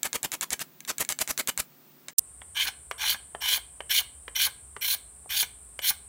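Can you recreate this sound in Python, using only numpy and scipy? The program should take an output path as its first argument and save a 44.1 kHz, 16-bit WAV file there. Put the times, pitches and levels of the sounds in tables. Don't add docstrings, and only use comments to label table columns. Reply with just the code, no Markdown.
import sys
import numpy as np
from scipy import signal
from scipy.fft import rfft, irfft
from scipy.io import wavfile
from scipy.ndimage import uniform_filter1d

SR = 44100
rng = np.random.default_rng(int(sys.argv[2]) if len(sys.argv) > 2 else 0)


def digitize_waveform(pressure):
    field = np.atleast_2d(pressure).T
    bounded = np.clip(field, -1, 1)
    quanta = np.round(bounded * 32767).astype(np.int16)
    wavfile.write(sys.argv[1], SR, quanta)


N = 268128
TIME = np.arange(N) / SR
HZ = np.fft.rfftfreq(4096, 1 / SR)
ONSET_DELAY_S = 0.0014

# (landing [s], swing [s], lift-off [s], level [dB], skim re level [dB], treble [dB],
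# tick level [dB], tick treble [dB])
FLICKS = [ (0.030, 0.026, 0.019, -25, -24, -5, -12, 14), (0.129, .028, 0.0095, -23.5, -16, -5.5, -14, -13),
          (0.229, 0.019, 0.014, -24.5, -15, -5.5, -16, 19),
          (0.317, 0.022, 0.016, -27, -10.5, -5, -17.5, -6),
          (0.409, 0.021, 0.015, -26, -12.5, -4.5, -15.5, 4), (0.504, 0.025, 0.014, -24, -20, -8, -16.5, 2),
          (0.592, 0.025, 0.012, -26.5, -17, -5.5, -21, -21), (0.875, 0.026, 0.015, -24.5, -8.5, -8, -29, 4),
          (0.981, 0.028, 0.02, -22.5, -28, -2.5, -15.5, 21),
          (1.089, 0.012, 0.03, -26.5, -12, -4, -10.5, 17), (1.188, .029, 0.011, -21, -24.5, -3, -16, -2),
          (1.275, 0.036, 0.0052, -22, -17.5, -4, -17.5, -10),
          (1.376, 0.021, 0.017, -23, -15, -3.5, -15, -6), (1.473, 0.019, 0.01, -21, -19, -3.5, -13.5, -2),
          (1.575, 0.028, 0.0062, -22, -19.5, -2.5, -13, -4),
          (2.083, 0.0037, 0.021, -42, -10, -33, -22, -25.5), ]
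# (start [s], bite [s], draw [s], run-off [s], level [dB], swell [dB], hiss [dB],
# wood [dB], full-speed rasp [Hz], end bump [dB])
PASSES = [ (2.547, 0.031, 0.089, 0.027, -27.5, 5, -8.5, -13, 2800, -42),
          (2.660, 0.0065, .014, .017, -26.5, 10, -12, -7.5, 3170, -28),
          (2.979, 0.031, 0.12, 0.051, -25, 7.5, -8, -13.5, 3540, -26),
          (3.405, 0.019, 0.13, 0.048, -23.5, 10, -5, -16, 3420, -26.5),
          (3.894, 0.014, 0.094, .027, -25, 0.5, -3, -26, 3260, -31),
          (4.349, 0.0084, 0.1, 0.027, -22.5, 7.5, -4, -20, 4100, -22),
          (4.81, 0.01, .120, .023, -28, 3.5, 1.5, -22, 4180, -32.5),
          (5.291, 0.021, 0.11, 0.034, -23.5, 9, -1.5, -20, 4500, -36),
          (5.816, 0.031, .078, .017, -24.5, 7, 2, -22, 4700, -22.5), ]


def amp(db):
    return 10 ** (np.asarray(db) / 20)


def unit_rms(x):
    return x / np.sqrt(np.mean(x ** 2) + 1e-20)


def read(points, hz):
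    f, value = np.transpose(points)
    return np.interp(np.log(hz + 1), np.log(f + 1), value)


def add(mix, start_s, sound):
    part = mix[round(start_s * SR):][:len(sound)]
    part += sound[:len(part)]


def ramp(t, length_s):
    return np.clip(t / length_s, 0, 1)


def above(hz, order=8):
    return 1 / (1 + (hz / (HZ + 1)) ** order)


def noise(gain_at):
    return unit_rms(irfft(rfft(rng.standard_normal(N)) * gain_at(np.fft.rfftfreq(N, 1 / SR)), N))


def wander(hz):
    return noise(lambda f: np.exp(-(f / hz) ** 2))


def impulse_response(gain):
    cepstrum = irfft(np.log(np.maximum(gain / gain.max(), 1e-5)))
    half = len(cepstrum) // 2
    causal = 2 * cepstrum[:half] * (np.arange(half) > 0)
    return irfft(np.exp(rfft(causal, 2 * half)))[:half]


def through(drive, gain):
    return unit_rms(signal.oaconvolve(drive, impulse_response(gain))[:N])


def background(colour, hum, air_db, whine_hz, width_hz, whine_db):
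    air = amp(air_db) * noise(lambda f: amp(read(colour, f)))
    wavering_s = np.cumsum(1 + 0.0014 * wander(2.5)) / SR
    tones = sum(amp(db) * np.sqrt(2) * np.sin(2 * np.pi * hz * wavering_s) for hz, db in hum)
    whine = amp(whine_db) * noise(lambda f: np.exp(-((f - whine_hz) / (2 * width_hz)) ** 2))
    return air + tones + whine


def blow(gain, decay_s, grit, count=2048):
    t = np.arange(count) / SR
    drive = (t == 0) + grit * rng.standard_normal(count) * np.exp(-t / decay_s)
    sound = signal.fftconvolve(drive, impulse_response(gain))[:count]
    return sound / np.sqrt(2 * uniform_filter1d(sound ** 2, size=44).max())


def ticks(level_db=-1, low_ring_db=-2.5, catch_db=-6, catch_treble_db=10):
    # (time [s], level [dB], treble [dB])
    strays = [(0.53, -11, 21), (0.804, -28.5, -4), (0.849, -29, -8), (1.048, -23.5, -3), (1.122, -15.5, 0)]
    # (frequency [Hz], level [dB])
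    colour = [(200, -37), (1040, -14.5), (1400, -12.5), (2170, -5.5), (3020, -9), (3690, -1), (5200, -11.5),
              (5800, -6), (7680, 7), (8900, -4.5), (11700, -5), (16000, -15)]
    # (frequency [Hz], level [dB], t60 [s])
    modes = [(1635, -22.5, 0.1), (2212, -20, 0.061), (3710, -46, 0.022), (6260, -9.5, 0.012),
             (7130, -46.5, 0.013)]
    landings = [(s, db, treble_db) for s, *_, db, treble_db in FLICKS]
    catches = [(s + swing_s, db + catch_db, catch_treble_db) for s, swing_s, _, db, *_ in FLICKS]
    out = np.zeros(N)
    for s, db, treble_db in landings + catches + strays:
        tick = blow(amp(read(colour, HZ) + treble_db * above(3100, order=2)), decay_s=0.00099, grit=0.36)
        t = np.arange(len(tick)) / SR
        for hz, mode_db, t60_s in modes:
            decay = amp(mode_db + low_ring_db * (hz < 3000) - 60 * t / t60_s)
            tick += decay * np.sin(2 * np.pi * hz * rng.uniform(1.0, 1.05) * t)
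        add(out, s + ONSET_DELAY_S, amp(db + level_db) * tick)
    return out


def fibres(per_s, spread_db, friction):
    size = amp(spread_db * np.minimum(rng.exponential(1, N), 4))
    snaps = size * rng.choice([-1, 1], N) * (rng.random(N) < per_s / SR)
    return unit_rms(unit_rms(snaps) + friction * rng.standard_normal(N))


def shifting(x, depth_db):
    z = signal.stft(x, SR, nperseg=512, noverlap=384)[2]
    patches = uniform_filter1d(rng.standard_normal(z.shape), 4, axis=0)
    patches = unit_rms(uniform_filter1d(patches, 18, axis=1))
    return unit_rms(signal.istft(z * amp(depth_db * patches), SR, nperseg=512, noverlap=384)[1][:N])


def contact(t, fade_s):
    return np.clip(np.minimum(t - t[0], t[-1] - t) / fade_s, 0, 1)


def flicks(body_db=-3.5, lift_db=-7, settle_s=0.0033):
    # (frequency [Hz], level [dB])
    spectrum = [(24, -44), (40, -1.5), (2770, 2.5), (5310, -0.5), (7730, 4), (14800, 1.5), (16000, -7)]
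    chatter = amp(-0.5 * wander(400))
    colour, top = amp(read(spectrum, HZ)), above(7860)
    body = through(fibres(7000, spread_db=3.16, friction=0.87) * chatter, colour * np.sqrt(1 - top))
    body = shifting(body, depth_db=2.5)
    fizz = through(fibres(9000, spread_db=1.8, friction=0.15) * chatter, colour * np.sqrt(top))
    out = np.zeros(N)
    for s, swing_s, lift_s, db, skim_db, treble_db, *_ in FLICKS:
        at = np.arange(round((s + settle_s) * SR), round((s + swing_s + lift_s) * SR))
        t = TIME[at] - s
        skim = 1 - ramp(t, swing_s) ** 1.19
        lift = ramp(t - swing_s, lift_s)
        level = amp(db + skim_db * skim + lift_db * lift)
        treble = amp(treble_db - 2 * skim - 6 * lift)
        out[at] += level * contact(t, 0.00021) * (amp(body_db) * body[at] + treble * fizz[at])
    return out


def workshop(x, walls_db, bench_db, bench_t60_s=0.12, count=20000):
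    # (frequency [Hz], t60 [s])
    wall_t60 = [(200, 1), (1000, 0.39), (3500, 0.32), (8000, 0.16), (15000, .2)]
    taps = rng.standard_normal((2, count)) * (rng.random((2, count)) < 4000 / SR) * (TIME[:count] > .002)
    bench = taps[0] * amp(-60 * TIME[:count] / bench_t60_s)
    hz, t, z = signal.stft(taps[1], SR, nperseg=256)
    walls = signal.istft(z * amp(-60 * t / read(wall_t60, hz)[:, None]), SR, nperseg=256)[1][:count]
    echoes = amp(bench_db) * bench / np.linalg.norm(bench) + amp(walls_db) * walls / np.linalg.norm(walls)
    return x + signal.fftconvolve(x, echoes)[:N]


def crackle(level_db=9, half=256):
    # (time [s], level [dB])
    clicks = [(2.1818, -15), (2.1846, 3), (2.1870, 2), (2.1907, 1), (2.1931, 0)]
    # (frequency [Hz], level [dB])
    colour = [(300, -24), (3000, -8), (5000, 1), (7000, -16), (8400, 24.5), (9200, 21), (10500, 22),
              (12500, 19.5), (15400, 19.5), (16000, 3.5)]
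    click = np.roll(irfft(amp(read(colour, HZ))), half)[:2 * half]
    out = np.zeros(N)
    for s, db in clicks:
        add(out, s - half / SR, amp(db + level_db) * click / click.max())
    return out


def knocks():
    # (time [s], level [dB], brightness [dB])
    set_downs = [(2.416, -36, -8), (2.911, -18, 6.5), (3.348, -21.5, -12.5), (3.804, -23, -6),
                 (4.279, -25.5, -1), (4.764, -26.5, -6), (5.258, -38.5, -65), (5.79, -21, 18)]
    # (frequency [Hz], level [dB])
    colour = [(100, -22), (300, -7.5), (550, 4.5), (1100, 2), (2150, 2), (2650, -10), (3050, 2),
              (3700, -11), (4800, -19), (8000, -22.5), (16000, -30)]
    out = np.zeros(N)
    for s, db, bright_db in set_downs:
        gain = amp(read(colour, HZ) + bright_db * above(2340, order=2))
        add(out, s + ONSET_DELAY_S, amp(db) * blow(gain, decay_s=0.0035, grit=0.16))
    return out


def blade_gain(floor_db=-27):
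    # (frequency [Hz], width [Hz], level [dB])
    modes = [(1010, 376, -6), (1615, 200, 2.5), (2220, 380, -1), (2390, 250, -3.5), (3090, 293, 2),
             (3543, 330, -1), (4120, 280, -1), (4510, 300, -4), (5480, 450, -2.5), (5780, 353, -1),
             (6460, 400, -2.5), (7170, 440, -7.5), (8070, 590, -11.5), (9730, 1170, -7.5),
             (10140, 310, -8.5), (12000, 1020, -4), (13130, 500, -8.5), (14500, 1300, -7.5),
             (15100, 650, -7.5)]
    power = sum(amp(db) ** 2 * .5 ** ((2 * (HZ - hz) / width_hz) ** 2) for hz, width_hz, db in modes)
    return np.sqrt(power + amp(floor_db) ** 2 * (1 + 9 * above(1100, order=2)))


def rasp(x, gain, centre_hz, lift_db=8, width_oct=0.39):
    hz, t, z = signal.stft(x, SR, nperseg=256)
    centre = np.interp(t * SR, np.arange(len(x)), centre_hz)
    offset_oct = np.log2((hz[:, None] + 1) / centre)
    hump = amp(lift_db * np.exp(-.5 * (offset_oct / width_oct) ** 2))
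    power = np.interp(hz, HZ, gain)[:, None] ** 2
    makeup = np.sqrt(power.sum() / (power * hump ** 2).sum(0))
    return signal.istft(z * hump * makeup, SR, nperseg=256)[1][:len(x)]


def travel(x, progress):
    # (frequency [Hz], change over one draw [dB])
    drift = [(1600, -2), (2400, 3), (3200, 0.5), (4500, 7), (5000, 11), (5600, -11), (6500, 6.5), (8000, 4),
             (9400, 4.5), (10200, 11), (11900, -11.5), (13100, 2.5), (13700, -6), (15000, 4)]
    hz, t, z = signal.stft(x, SR, nperseg=256)
    along = np.interp(t * SR, np.arange(len(x)), progress) - .5
    return signal.istft(z * amp(read(drift, hz)[:, None] * along), SR, nperseg=256)[1][:len(x)]


def passes(slow_hz=2750):
    grip, slip = wander(56.6), wander(330)
    colour, mid, top = blade_gain(), above(1725), above(10000)
    steel = colour * np.sqrt(mid * (1 - top))
    ring_drive = fibres(6000, spread_db=3.5, friction=0.69) * amp(1.93 * grip + 0.69 * slip)
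    ring = shifting(through(ring_drive, steel), depth_db=2.14)
    hiss_drive = fibres(8000, spread_db=0.89, friction=0.26) * amp(0.91 * grip + slip)
    hiss = shifting(through(hiss_drive, colour * np.sqrt(top)), depth_db=2.0)
    wood_drive = fibres(1500, spread_db=4.4, friction=0.15) * amp(grip + 2 * slip)
    wood = shifting(through(wood_drive, colour * np.sqrt(1 - mid)), depth_db=3.5)
    out = np.zeros(N)
    for s, bite_s, draw_s, off_s, db, swell_db, hiss_db, wood_db, fast_hz, _ in PASSES:
        at = np.arange(round(s * SR), round((s + draw_s + off_s) * SR))
        t = TIME[at] - s
        progress = ramp(t, draw_s)
        speed = progress ** 1.22
        bite, slow, off = 1 - ramp(t, bite_s), 1 - speed, ramp(t - draw_s, off_s)
        blade = rasp(ring[at], steel, slow_hz + (fast_hz - slow_hz) * speed ** 1.4)
        stroke = (amp(-13.5 * bite - 14 * off) * blade
                  + amp(hiss_db - 15 * bite - 4 * slow - 19.5 * off ** 6.4) * hiss[at]
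                  + amp(wood_db - 1 - 13 * bite + 5.7 * slow + 3.5 * off) * wood[at])
        out[at] += amp(db - swell_db * slow) * contact(t, 0.0017) * travel(stroke, progress)
    return out


def snags(level_db=-3, drop_lead_s=0.0069, drop_db_per_oct=-9):
    # (time [s], level [dB], tilt [dB/octave])
    jolts = [(2.68, -22, -2), (3.099, -14, 6), (3.487, -17, 1.5), (3.945, -18, 4), (3.99, -24, -4),
             (4.416, -15, 7), (4.451, -14, 16), (5.408, -31, 4), (5.426, -17, -2.5), (5.895, -22, 4)]
    drops = [(s + draw_s + off_s - drop_lead_s, db, drop_db_per_oct)
             for s, _, draw_s, off_s, *_, db in PASSES]
    out = np.zeros(N)
    for s, db, db_per_oct in jolts + drops:
        gain = blade_gain() * amp(db_per_oct * np.log2(1 + HZ / 700))
        add(out, s + ONSET_DELAY_S, amp(db + level_db) * blow(gain, decay_s=0.0085, grit=0.87))
    return out


def scene(silence_from_s=2.134, silence_to_s=2.180):
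    # (frequency [Hz], level [dB])
    air_first = [(30, -38), (90, -25), (150, -1.5), (230, 0.5), (400, -9), (700, -10.5), (1500, -14),
                 (2200, -16), (5000, -18.5), (9000, -21.5), (12000, -23), (16000, -18.5)]
    air_later = [(15, -30.5), (35, -22.5), (52, 11.5), (68, 14.5), (85, 2.5), (125, 1), (200, -8),
                 (500, -11.5), (1200, -13.5), (2200, -19.5), (5000, -25.5), (11000, -18.5), (16000, -26)]
    # (frequency [Hz], level [dB])
    hum_first = [(145.3, -71.5), (258.4, -71), (366.1, -73)]
    hum_later = [(414.5, -77), (710.6, -78.5), (1066, -80)]
    first = workshop(flicks() + ticks(), walls_db=-34.5, bench_db=-14)
    first += background(air_first, hum_first, air_db=-59, whine_hz=15250, width_hz=650, whine_db=-59)
    later = workshop(passes() + knocks() + snags(), walls_db=-16, bench_db=-19)
    later += background(air_later, hum_later, air_db=-56.5, whine_hz=8700, width_hz=540, whine_db=-50)
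    centre = first * (TIME < silence_from_s) + later * (TIME > silence_to_s)
    return np.array([centre, centre + crackle()])


def record(dry):
    low_pass = signal.firwin(401, cutoff=15950, window=("kaiser", 7), fs=SR)
    return signal.oaconvolve(np.clip(dry, -1, 1), low_pass[None], "same", axes=1)


dry = scene()
out = record(dry)
digitize_waveform(out)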